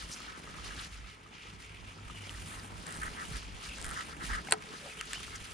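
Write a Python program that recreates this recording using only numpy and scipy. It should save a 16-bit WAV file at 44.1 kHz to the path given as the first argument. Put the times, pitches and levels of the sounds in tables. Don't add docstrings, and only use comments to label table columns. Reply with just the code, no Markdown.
import sys
import numpy as np
from scipy import signal
from scipy.fft import rfft, irfft, next_fast_len
from scipy.io import wavfile
from scipy.ndimage import uniform_filter1d

SR = 44100
rng = np.random.default_rng(int(sys.argv[2]) if len(sys.argv) > 2 else 0)


def elevation(decibels):
    levels = np.asarray(decibels, float)
    return 10 ** (levels / 20)


def pcm_store(signal):
    levels = np.round(np.clip(np.atleast_2d(signal), -1, 1) * 32767)
    wavfile.write(sys.argv[1], SR, levels.astype(np.int16).T)


N = 244024
SIZE = next_fast_len(N)
MEAN_SWAY_DB = -57


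def in_time(rows):
    s, *columns = np.transpose(rows)
    return [np.interp(np.arange(N) / SR, s, c) for c in columns]


def at_hz(points, hz):
    f, value = np.transpose(points)
    return np.interp(np.log(hz + 1), np.log(f + 1), value)


def rms_one(x):
    return x / np.sqrt(np.mean(x ** 2) + 1e-20)


def drift(rate):
    pole = np.exp(-80 * np.pi * rate / SR)
    noise = rng.standard_normal(N // 40 + 2002)
    slow = signal.lfilter([1], [1, -2 * pole, pole * pole], noise)[2000:]
    return np.interp(np.arange(N) / 40, np.arange(len(slow)), rms_one(slow))


def ring(clicks, hz, t60_s):
    r = elevation(-60 / (t60_s * SR))
    w = 2 * np.pi * min(hz, 0.45 * SR) / SR
    return signal.lfilter([0, np.sin(w)], [1, -2 * r * np.cos(w), r * r], clicks)


def ports(shared, own):
    # frequency in Hz, phase by which the left leads in radians.
    port_phase = [(0, 0), (430, .2), (1290, 3.1), (1700, 5.4), (2240, 6.1), (4130, 6.6), (6000, 5.3),
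                  (10100, 7.8), (16000, 7)]
    # frequency in Hz, share common to both ports 0-1.
    likeness = [(60, .8), (250, .7), (640, .45), (1400, .65), (3000, .6), (7000, .5), (14000, .3)]
    hz = np.fft.rfftfreq(SIZE, 1 / SR)
    alike = np.clip(at_hz(likeness, hz), 0, 1)
    left = rfft(shared, SIZE)
    common = alike * left * np.exp(-1j * at_hz(port_phase, hz))
    return np.array([left, common + np.sqrt(1 - alike ** 2) * rfft(own, SIZE)])


def grains(per_s, spread_db, decay_s):
    born = rng.random(N) < per_s * elevation(3 * drift(8)) / SR
    sizes = elevation(spread_db * np.minimum(rng.exponential(1, N), 4)) * born
    return 1 + signal.lfilter([1], [1, -np.exp(-1 / (decay_s * SR))], sizes)


def patches(spectrum, envelope, patchy_db, rate, bands_count):
    hz = np.fft.rfftfreq(SIZE, 1 / SR)
    low_hz, high_hz = spectrum[0][0], spectrum[-1][0]
    noise = ports(*(rng.standard_normal((2, N)) * envelope)) * elevation(at_hz(spectrum, hz))
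    noise *= (hz > low_hz) & (hz < high_hz)
    place = bands_count * np.log(hz / low_hz + 1e-9) / np.log(high_hz / low_hz)
    total = np.zeros((2, N))
    for k in range(bands_count + 1):
        weight = np.clip(1 - np.abs(place - k), 0, 1)
        total += irfft(noise * weight, SIZE)[:, :N] * elevation(patchy_db * drift(rate))
    return rms_one(total)


def evened(x, span_s):
    power = uniform_filter1d(np.mean(np.atleast_2d(x) ** 2, axis=0), size=round(span_s * SR))
    return x / np.sqrt(power + 0.015)


def swells(s, hold_s, level_db, rise_db_per_s, fall_db_per_s, bed_db):
    t = np.arange(0, N, 64) / SR
    s = s[:, None]
    before_db = (s - t) * rise_db_per_s
    after_db = (t - s - np.abs(hold_s)[:, None]) * fall_db_per_s
    below_db = np.maximum(0, np.maximum(before_db, after_db))
    power = np.sum(elevation(level_db[:, None] - below_db) ** 2, axis=0)
    return 10 * np.log10(np.interp(np.arange(N) / SR, t, power) + elevation(bed_db) ** 2)


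def add(track, s, sound, pan_db):
    at = round(s * SR)
    track[:, at:at + len(sound)] += elevation([[pan_db / 2], [-pan_db / 2]]) * sound[:N - at]


def wind():
    # start in seconds, hold in seconds, level in dB.
    gusts = [(0.04, 0.017, -47), (0.257, 0.018, -54), (0.48, .01, -55), (0.59, .22, -49.5),
             (0.93, 0.12, -48), (1.484, 0.25, -56.5), (1.795, 0.1, -53), (2.073, .05, -48.5),
             (2.345, .08, -46.5), (2.568, .02, -49.5), (2.76, .03, -48), (3.004, 0.09, -46.5),
             (3.34, 0.02, -39.5), (3.464, 0.083, -46.5), (3.69, .01, -46.5), (3.803, 0.11, -46.5),
             (4.136, .08, -55), (4.319, 0.017, -36), (5.004, 0.068, -57.5), (5.138, .29, -53.5),
             (5.52, .01, -53)]
    # time in seconds, level in dB.
    breeze = [(0, -57), (.85, -55.5), (.93, -63.5), (3.3, -52.5), (3.45, -57.5), (4.15, -53.5),
              (4.28, -51.5), (4.7, -55.5), (4.9, -59), (5.53, -57)]
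    # frequency in Hz, density in dB per Hz.
    thump_spectrum = [(20, -31), (30, -20), (42, -5), (55, 4), (68, -10), (85, -19.5), (130, -17.5)]
    air_spectrum = [(41, -70), (70, -2.5), (102, -19.5), (124, -10.5), (161, -2), (192, -6), (609, -16.5),
                    (1050, -12), (1200, -17), (1560, -18), (2640, -120)]
    thump_db = swells(*np.transpose(gusts), rise_db_per_s=214, fall_db_per_s=196, bed_db=-64.5)
    thump = elevation(thump_db) * evened(patches(thump_spectrum, 1, patchy_db=4.0, rate=33, bands_count=1), 0.049)
    puffs = grains(30, 0.13, 0.0045)
    air = elevation(in_time(breeze)[0] + 4.0) * patches(air_spectrum, puffs, patchy_db=1.46, rate=24, bands_count=3)
    return thump * elevation([[-1.2], [1.2]]) + air


def drone():
    # time in seconds, low line in dB, whine in dB.
    engine = [(0.0, -69, -85), (0.52, -64, -57), (0.71, -59, -80), (1.19, -64.5, -64), (2.39, -49, -67),
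              (3.27, -62.5, -54), (3.51, -58.5, -67), (4.39, -69, -55), (4.53, -62, -52), (4.95, -75, -56),
              (5.39, -55, -56.5), (5.53, -62, -88)]
    low_hz, whine_hz = 100, 430.4
    low_db, whine_db = in_time(engine)
    low, whine = rng.standard_normal((2, N))
    low = ring(ring(low, low_hz, 0.47), low_hz, 0.21)
    whine = ring(ring(whine, whine_hz, 0.061), whine_hz, 0.072)
    return elevation(low_db - 0.5) * evened(rms_one(low), 0.2) + elevation(whine_db - 9) * rms_one(whine)


def leaf_db(follow, dry_share):
    # time in seconds, level in dB, dryness in dB.
    sway = [(0, -69, -4), (.2, -53.5, -7.5), (.39, -60.5, -5), (.72, -52.5, -6.5), (.9, -66, -7),
            (1.22, -68, -4), (1.75, -64, -6), (2.05, -61.5, -5.5), (2.3, -56.5, -1.5), (2.55, -55, 2),
            (2.74, -60.5, -3), (2.93, -54, -0.5), (3.5, -57.5, -7), (3.85, -53, -2), (4.18, -60.5, -2.5),
            (4.6, -62.5, -4), (4.75, -55, -4), (5.53, -55.5, -3)]
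    # start in seconds, hold in seconds, level in dB, dryness in dB.
    brushes = [(0, 0.04, -50.5, -4), (0.096, 0.042, -54, 1.5), (0.655, .02, -51.5, -7),
               (0.78, .06, -49.5, -5.5), (0.923, 0.01, -56.5, -3), (0.962, 0.018, -57, -8),
               (1.08, 0.022, -57.5, -8.5), (1.338, .03, -59, -31), (1.427, 0.074, -59.5, -11),
               (1.613, 0.04, -60.5, -3), (2.092, 0.027, -59.5, -17), (2.264, 0.03, -60, -18),
               (3.21, 0.17, -55, -0.5), (3.324, 0.11, -55.5, -12), (3.64, 0.024, -51.5, -6),
               (3.942, 0.066, -51, -6), (4.082, 0.014, -56.5, -2), (4.238, 0.023, -48.5, -2),
               (4.304, .06, -50, -4), (4.454, 0.066, -56.5, -2), (4.62, 0.009, -58.5, -7),
               (4.71, 0.029, -57.5, -6), (5.103, 0.041, -49, -6), (5.16, 0.13, -53, -6), ]
    sway_db, dry_db = in_time(sway)
    s, hold_s, level_db, brush_dry_db = np.transpose(brushes)
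    moving_db = swells(s, hold_s, level_db + dry_share * brush_dry_db,
                       rise_db_per_s=398, fall_db_per_s=262, bed_db=sway_db + dry_share * dry_db)
    return MEAN_SWAY_DB + follow * (moving_db - MEAN_SWAY_DB)


def crackle(per_s, cycles):
    born = rng.random(N) < per_s * elevation(4 * drift(7)) / SR
    sizes = elevation(2.2 * np.minimum(rng.exponential(1, N), 4)) * rng.choice([-1, 1], N) * born
    dealt = rng.integers(0, 16, N)
    pans_db = rng.normal(0, 5, 16)
    both = np.zeros((2, N))
    for k, hz in enumerate(np.geomspace(1200, 7500, 16)):
        leaf = ring(sizes * (dealt == k) + 1e-18, hz, cycles / hz)
        both += leaf * elevation([[pans_db[k]], [-pans_db[k]]])
    return rms_one(signal.sosfilt(signal.butter(4, 7000, fs=SR, output="sos"), both))


def rustle():
    # start in seconds, hold in seconds, level in dB.
    strokes = [(0.015, 0.012, -49), (0.284, 0.02, -48.5), (.33, 0.038, -51), (0.467, 0.26, -57),
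               (0.707, 0.025, -50), (.775, .05, -52), (2.34, .02, -57), (2.52, 0.081, -53.5),
               (2.87, 0.1, -48), (3.025, 0.0088, -38), (3.063, 0.018, -41), (3.175, 0.055, -43.5),
               (3.333, .04, -48.5), (3.853, .04, -47), (3.91, 0.021, -44.5), (3.964, 0.052, -40.5),
               (4.095, 0.052, -50), (4.211, 0.039, -44.5), (4.303, 0.087, -38.5), (4.548, .015, -53),
               (4.614, 0.016, -54), (4.725, 0.032, -50), (4.85, 0.05, -59), (5.008, 0.032, -49),
               (5.126, 0.011, -50), (5.342, .015, -49)]
    # frequency in Hz, density in dB per Hz.
    rub_spectrum = [(900, -31), (1150, -13.5), (1290, -1.5), (1450, -10.5), (1650, -9.5), (1950, -10.5),
                    (2300, -23.5), (2900, -55)]
    stem_spectrum = [(1900, -7), (2300, -1), (2700, -4), (3100, -6.5), (3600, -9.5), (4700, -32.5)]
    blade_spectrum = [(2700, 0), (3600, -3), (4500, -3), (5600, -4), (6600, -6), (8000, -13.5)]
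    edge_spectrum = [(3710, -69), (6300, -8), (7010, -6), (9780, 0.5), (11700, -18.5), (14300, -18),
                     (15700, -38)]
    stem_db = leaf_db(0.47, -0.13)
    blade_db = leaf_db(0.97, 0)
    edge_db = leaf_db(1, 1)
    rest_db = -58.5 + 0.46 * (blade_db - MEAN_SWAY_DB)
    rub_db = swells(*np.transpose(strokes), rise_db_per_s=900, fall_db_per_s=800, bed_db=rest_db)
    contacts = grains(150, 2.37, 0.0033)
    rub = patches(rub_spectrum, contacts ** 0.32, patchy_db=-0.6, rate=28, bands_count=2)
    stems = patches(stem_spectrum, contacts ** 0.6, patchy_db=2.1, rate=7, bands_count=2)
    blades = patches(blade_spectrum, contacts ** 0.3, patchy_db=2.5, rate=20.3, bands_count=2)
    edges = patches(edge_spectrum, contacts ** 0.76, patchy_db=0.6, rate=57, bands_count=3)
    plant = elevation(stem_db + 1.0) * stems + elevation(blade_db + 1.1) * blades + elevation(edge_db + 0.5) * edges
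    return elevation(rub_db + 1.5) * rub + plant + elevation(blade_db - 2.5) * crackle(400, cycles=17.6)


def taps():
    # start in seconds, peak in dB, centre in Hz, crack in dB.
    tap_rows = [(0.0144, -47, 1710, -53), (0.203, -43, 1280, -36), (0.291, -47, 1280, -60),
                (0.474, -40, 1250, -56), (0.5437, -43, 1260, -54), (0.585, -42.5, 1250, -56),
                (0.7088, -38, 1630, -50), (0.778, -41, 1610, -48), (1.042, -48, 1270, -56),
                (1.261, -47, 1220, -59), (1.9854, -45, 1310, -60), (2.099, -37.5, 1250, -51),
                (2.348, -41, 1870, -53), (2.8653, -46, 1780, -37), (3.7839, -37.5, 1620, -41),
                (3.8446, -36.5, 1540, -25.5), (3.91, -36, 1310, -49), (4.3, -39, 900, -55),
                (4.4718, -36.5, 1570, -49), (4.6235, -40, 2360, -34.5), (5.0113, -36, 1285, -19.5),
                (5.1327, -31, 1760, -18), (5.3468, -43, 2090, -38)]
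    snap_rows = [
        (2.2942, -29, 3000, -38),
        (5.1329, -33, 2900, -40),
        (4.4858, -33, 2150, -70),
        (4.4862, -35, 790, -70),
    ]
    rows = [*tap_rows, *snap_rows]
    out, click = np.zeros((2, N)), signal.unit_impulse(3000)
    crack_decay = np.exp(-np.arange(3000) / SR / 0.00095)
    above = signal.butter(2, [1700, 11500], "band", fs=SR, output="sos")
    for (s, peak_db, hz, crack_db), hiss in zip(rows, rng.standard_normal((len(rows), 3000))):
        t60_s = 0.033 * min(1, (1250 / hz) ** 1.9)
        body = ring(ring(click, hz, 0.0017), hz, t60_s)
        crack = signal.sosfilt(above, (hiss + 2.4 * click) * crack_decay)
        add(out, s, elevation(peak_db - 1.5) * body / np.max(body) + elevation(crack_db - 4.0) * crack, 1.5)
    return out


def swishes():
    # start in seconds, length in seconds, centre in Hz, level in dB.
    sweeps = [(0.101, 0.062, 5500, -42.5), (.785, 0.021, 3430, -42.5), (1.309, 0.24, 2600, -54),
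              (4.23, 0.033, 9200, -69), (4.798, 0.13, 624, -51.5), (5.35, 0.02, 6200, -44)]
    out = np.zeros((2, N))
    for (s, length_s, hz, level_db), noise in zip(sweeps, rng.standard_normal((len(sweeps), SR // 2))):
        octave = signal.butter(2, [hz / 1.29, hz * 1.23], "band", fs=SR, output="sos")
        band = rms_one(signal.sosfilt(octave, noise))
        swell = np.hanning(round(length_s * SR))
        add(out, s, elevation(level_db) * swell * band[-len(swell):], 0)
    return out


def bumps():
    # start in seconds, peak in dB, pitch in Hz.
    thuds = [(0.497, -41, 220), (0.776, -41, 220), (3.07, -43, 26), (3.313, -30.5, 131), (3.859, -43, 26),
             (4.24, -33, 160), (4.3, -38, 260)]
    out, click = np.zeros((2, N)), signal.unit_impulse(SR // 4)
    for s, peak_db, hz in thuds:
        add(out, s, elevation(peak_db) * ring(click, hz, 5.5 / hz), -1.5)
    return out


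def insect():
    # time in seconds, level in dB.
    buzz = [(2.11, -79), (2.148, -52.5), (2.19, -56.5), (2.26, -58), (2.3, -74), (2.33, -97)]
    buzz_hz, throbs_per_s = 2946, 38
    phase = 2 * np.pi * np.cumsum(throbs_per_s * elevation(drift(19))) / SR
    throb = 1 + 0.37 * np.sin(phase)
    line = ring(ring(rng.standard_normal(N), buzz_hz, 0.011), buzz_hz, 0.007)
    return elevation(in_time(buzz)[0]) * throb * rms_one(line)


def ticks():
    # start in seconds, peak in dB.
    slips = [(2.8643, -45), (2.868, -30.5), (2.888, -40), (2.9073, -36), (2.925, -31.5), (2.9426, -36),
             (2.9515, -36), (2.9554, -44), (2.9656, -36), (2.9718, -37.5), (2.978, -44), (2.9904, -42),
             (3.019, -36.5), (3.034, -35.5), (3.3688, -32.5), (3.759, -48), (3.784, -35), (3.807, -43),
             (3.815, -31), (3.826, -33), (3.8437, -36), (3.8545, -30), (3.865, -32), (3.8822, -37),
             (3.8912, -32), (3.894, -41), (3.905, -34), (3.9124, -30), (3.9432, -36), (4.035, -39)]
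    out, click = np.zeros((2, N)), signal.unit_impulse(400)
    for (s, peak_db), hz in zip(slips, rng.uniform(7600, 10500, len(slips))):
        tick = ring(click, hz, 0.0021) + 0.39 * ring(click, 0.63 * hz, 0.00055)
        add(out, s, elevation(peak_db + 4.5) * tick, 4.5)
    return out


def bird():
    # start in seconds, length in seconds, start, middle and end pitch in Hz.
    chirps = [(3.688, .02, 3000, 2600, 2200), (3.712, .016, 2800, 2650, 2400),
              (3.733, .016, 2800, 2700, 2500), (4.896, .035, 1900, 2600, 1900),
              (4.992, .022, 3250, 3050, 2600), (5.144, .036, 2450, 3050, 2900),
              (5.315, .05, 2250, 2100, 2150)]
    out = np.zeros((2, N))
    for s, length_s, start_hz, mid_hz, end_hz in chirps:
        u = np.linspace(0, 1, round(length_s * SR))
        pitch_hz = np.polyval(np.polyfit([0, 0.5, 1], [start_hz, mid_hz, end_hz], 2), u)
        level_db = -48.5 + 18 * np.log2(mid_hz / 2500)
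        note = np.sin(np.pi * u) ** 0.15 * np.sin(2 * np.pi * np.cumsum(pitch_hz) / SR)
        add(out, s, elevation(level_db) * note, 1.5)
    return out


def clutch():
    # start in seconds, strength in dB, brightness in dB per octave, rattle decay in seconds.
    blows = [
        (4.506, -48, -1.5, 0.0012),
        (4.51, -43, 7, 0.00059),
        (4.5168, -43, 0, 0.0013),
        (4.5221, -18, 3, 0.0004),
        (4.5237, -28.5, 1, 0.0028),
        (4.535, -51.5, 9.5, 0.0022),
        (4.532, -42, -5.5, 0.0068),
    ]
    # frequency in Hz, level in dB, t60 in seconds.
    reel = [(369, -16.5, 0.048), (430, -22.5, 0.19), (683, -10.5, 0.04), (780, -7.5, 0.038),
            (1010, -3, 0.014), (1310, -5, 0.018), (1570, 3.5, 0.01), (2230, 2.5, 0.0047),
            (2720, 0.5, 0.0063), (3380, -13, 0.019), (3790, -8, 0.012), (4400, -3.5, 0.012),
            (5230, -7, 0.0044), (7300, -5, 0.0073), (8400, -5.5, 0.012), (9300, -11.5, 0.012),
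            (9700, -16, .008), (10100, -7, 0.0078), (14200, -14, 0.0052)]
    start_s, length = 4.5, 8000
    out = np.zeros((2, N))
    t = np.arange(length) / SR
    shared, *own = rng.standard_normal((3, len(blows), length))
    s, strength_db, bright_db, decay_s = np.transpose(blows)[:, :, None]
    since = t - (s - start_s)
    dying = elevation(strength_db) * (since >= 0) * np.exp(-np.maximum(since, 0) / decay_s)
    blow = 4.03 * (since < 1 / SR)
    at = round(start_s * SR)
    for side, apart in zip(out, own):
        rattles = dying * (blow + 0.67 * shared + 1.17 * apart)
        for k, (hz, level_db, t60_s) in enumerate(reel):
            drive = np.sum(elevation(bright_db * np.log2(hz / 2000)) * rattles, axis=0)
            side[at:at + length] += (-1) ** k * elevation(level_db - 11.5) * ring(drive, hz, t60_s)
    return out


def scene():
    beds = wind() + drone() + rustle() + swishes() + bumps() + insect() + bird()
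    hits = taps() + ticks() + clutch() * elevation([[0.8], [-0.8]])
    hits[1] = 0.93 * hits[1] + 0.047 * np.roll(hits[1], 7)
    hits = signal.sosfilt(signal.butter(2, 280, "high", fs=SR, output="sos"), hits)
    dulled = signal.sosfilt(signal.butter(6, 10400, fs=SR, output="sos"), hits)
    return beds + dulled + elevation(-23) * hits


def roll_off(x):
    return signal.sosfilt(signal.butter(12, 16470, fs=SR, output="sos"), x)


def record(dry):
    cut = signal.sosfilt(signal.cheby2(12, 50, 16200, fs=SR, output="sos"), dry)
    return roll_off(cut)


dry = scene()
out = record(dry)
pcm_store(out)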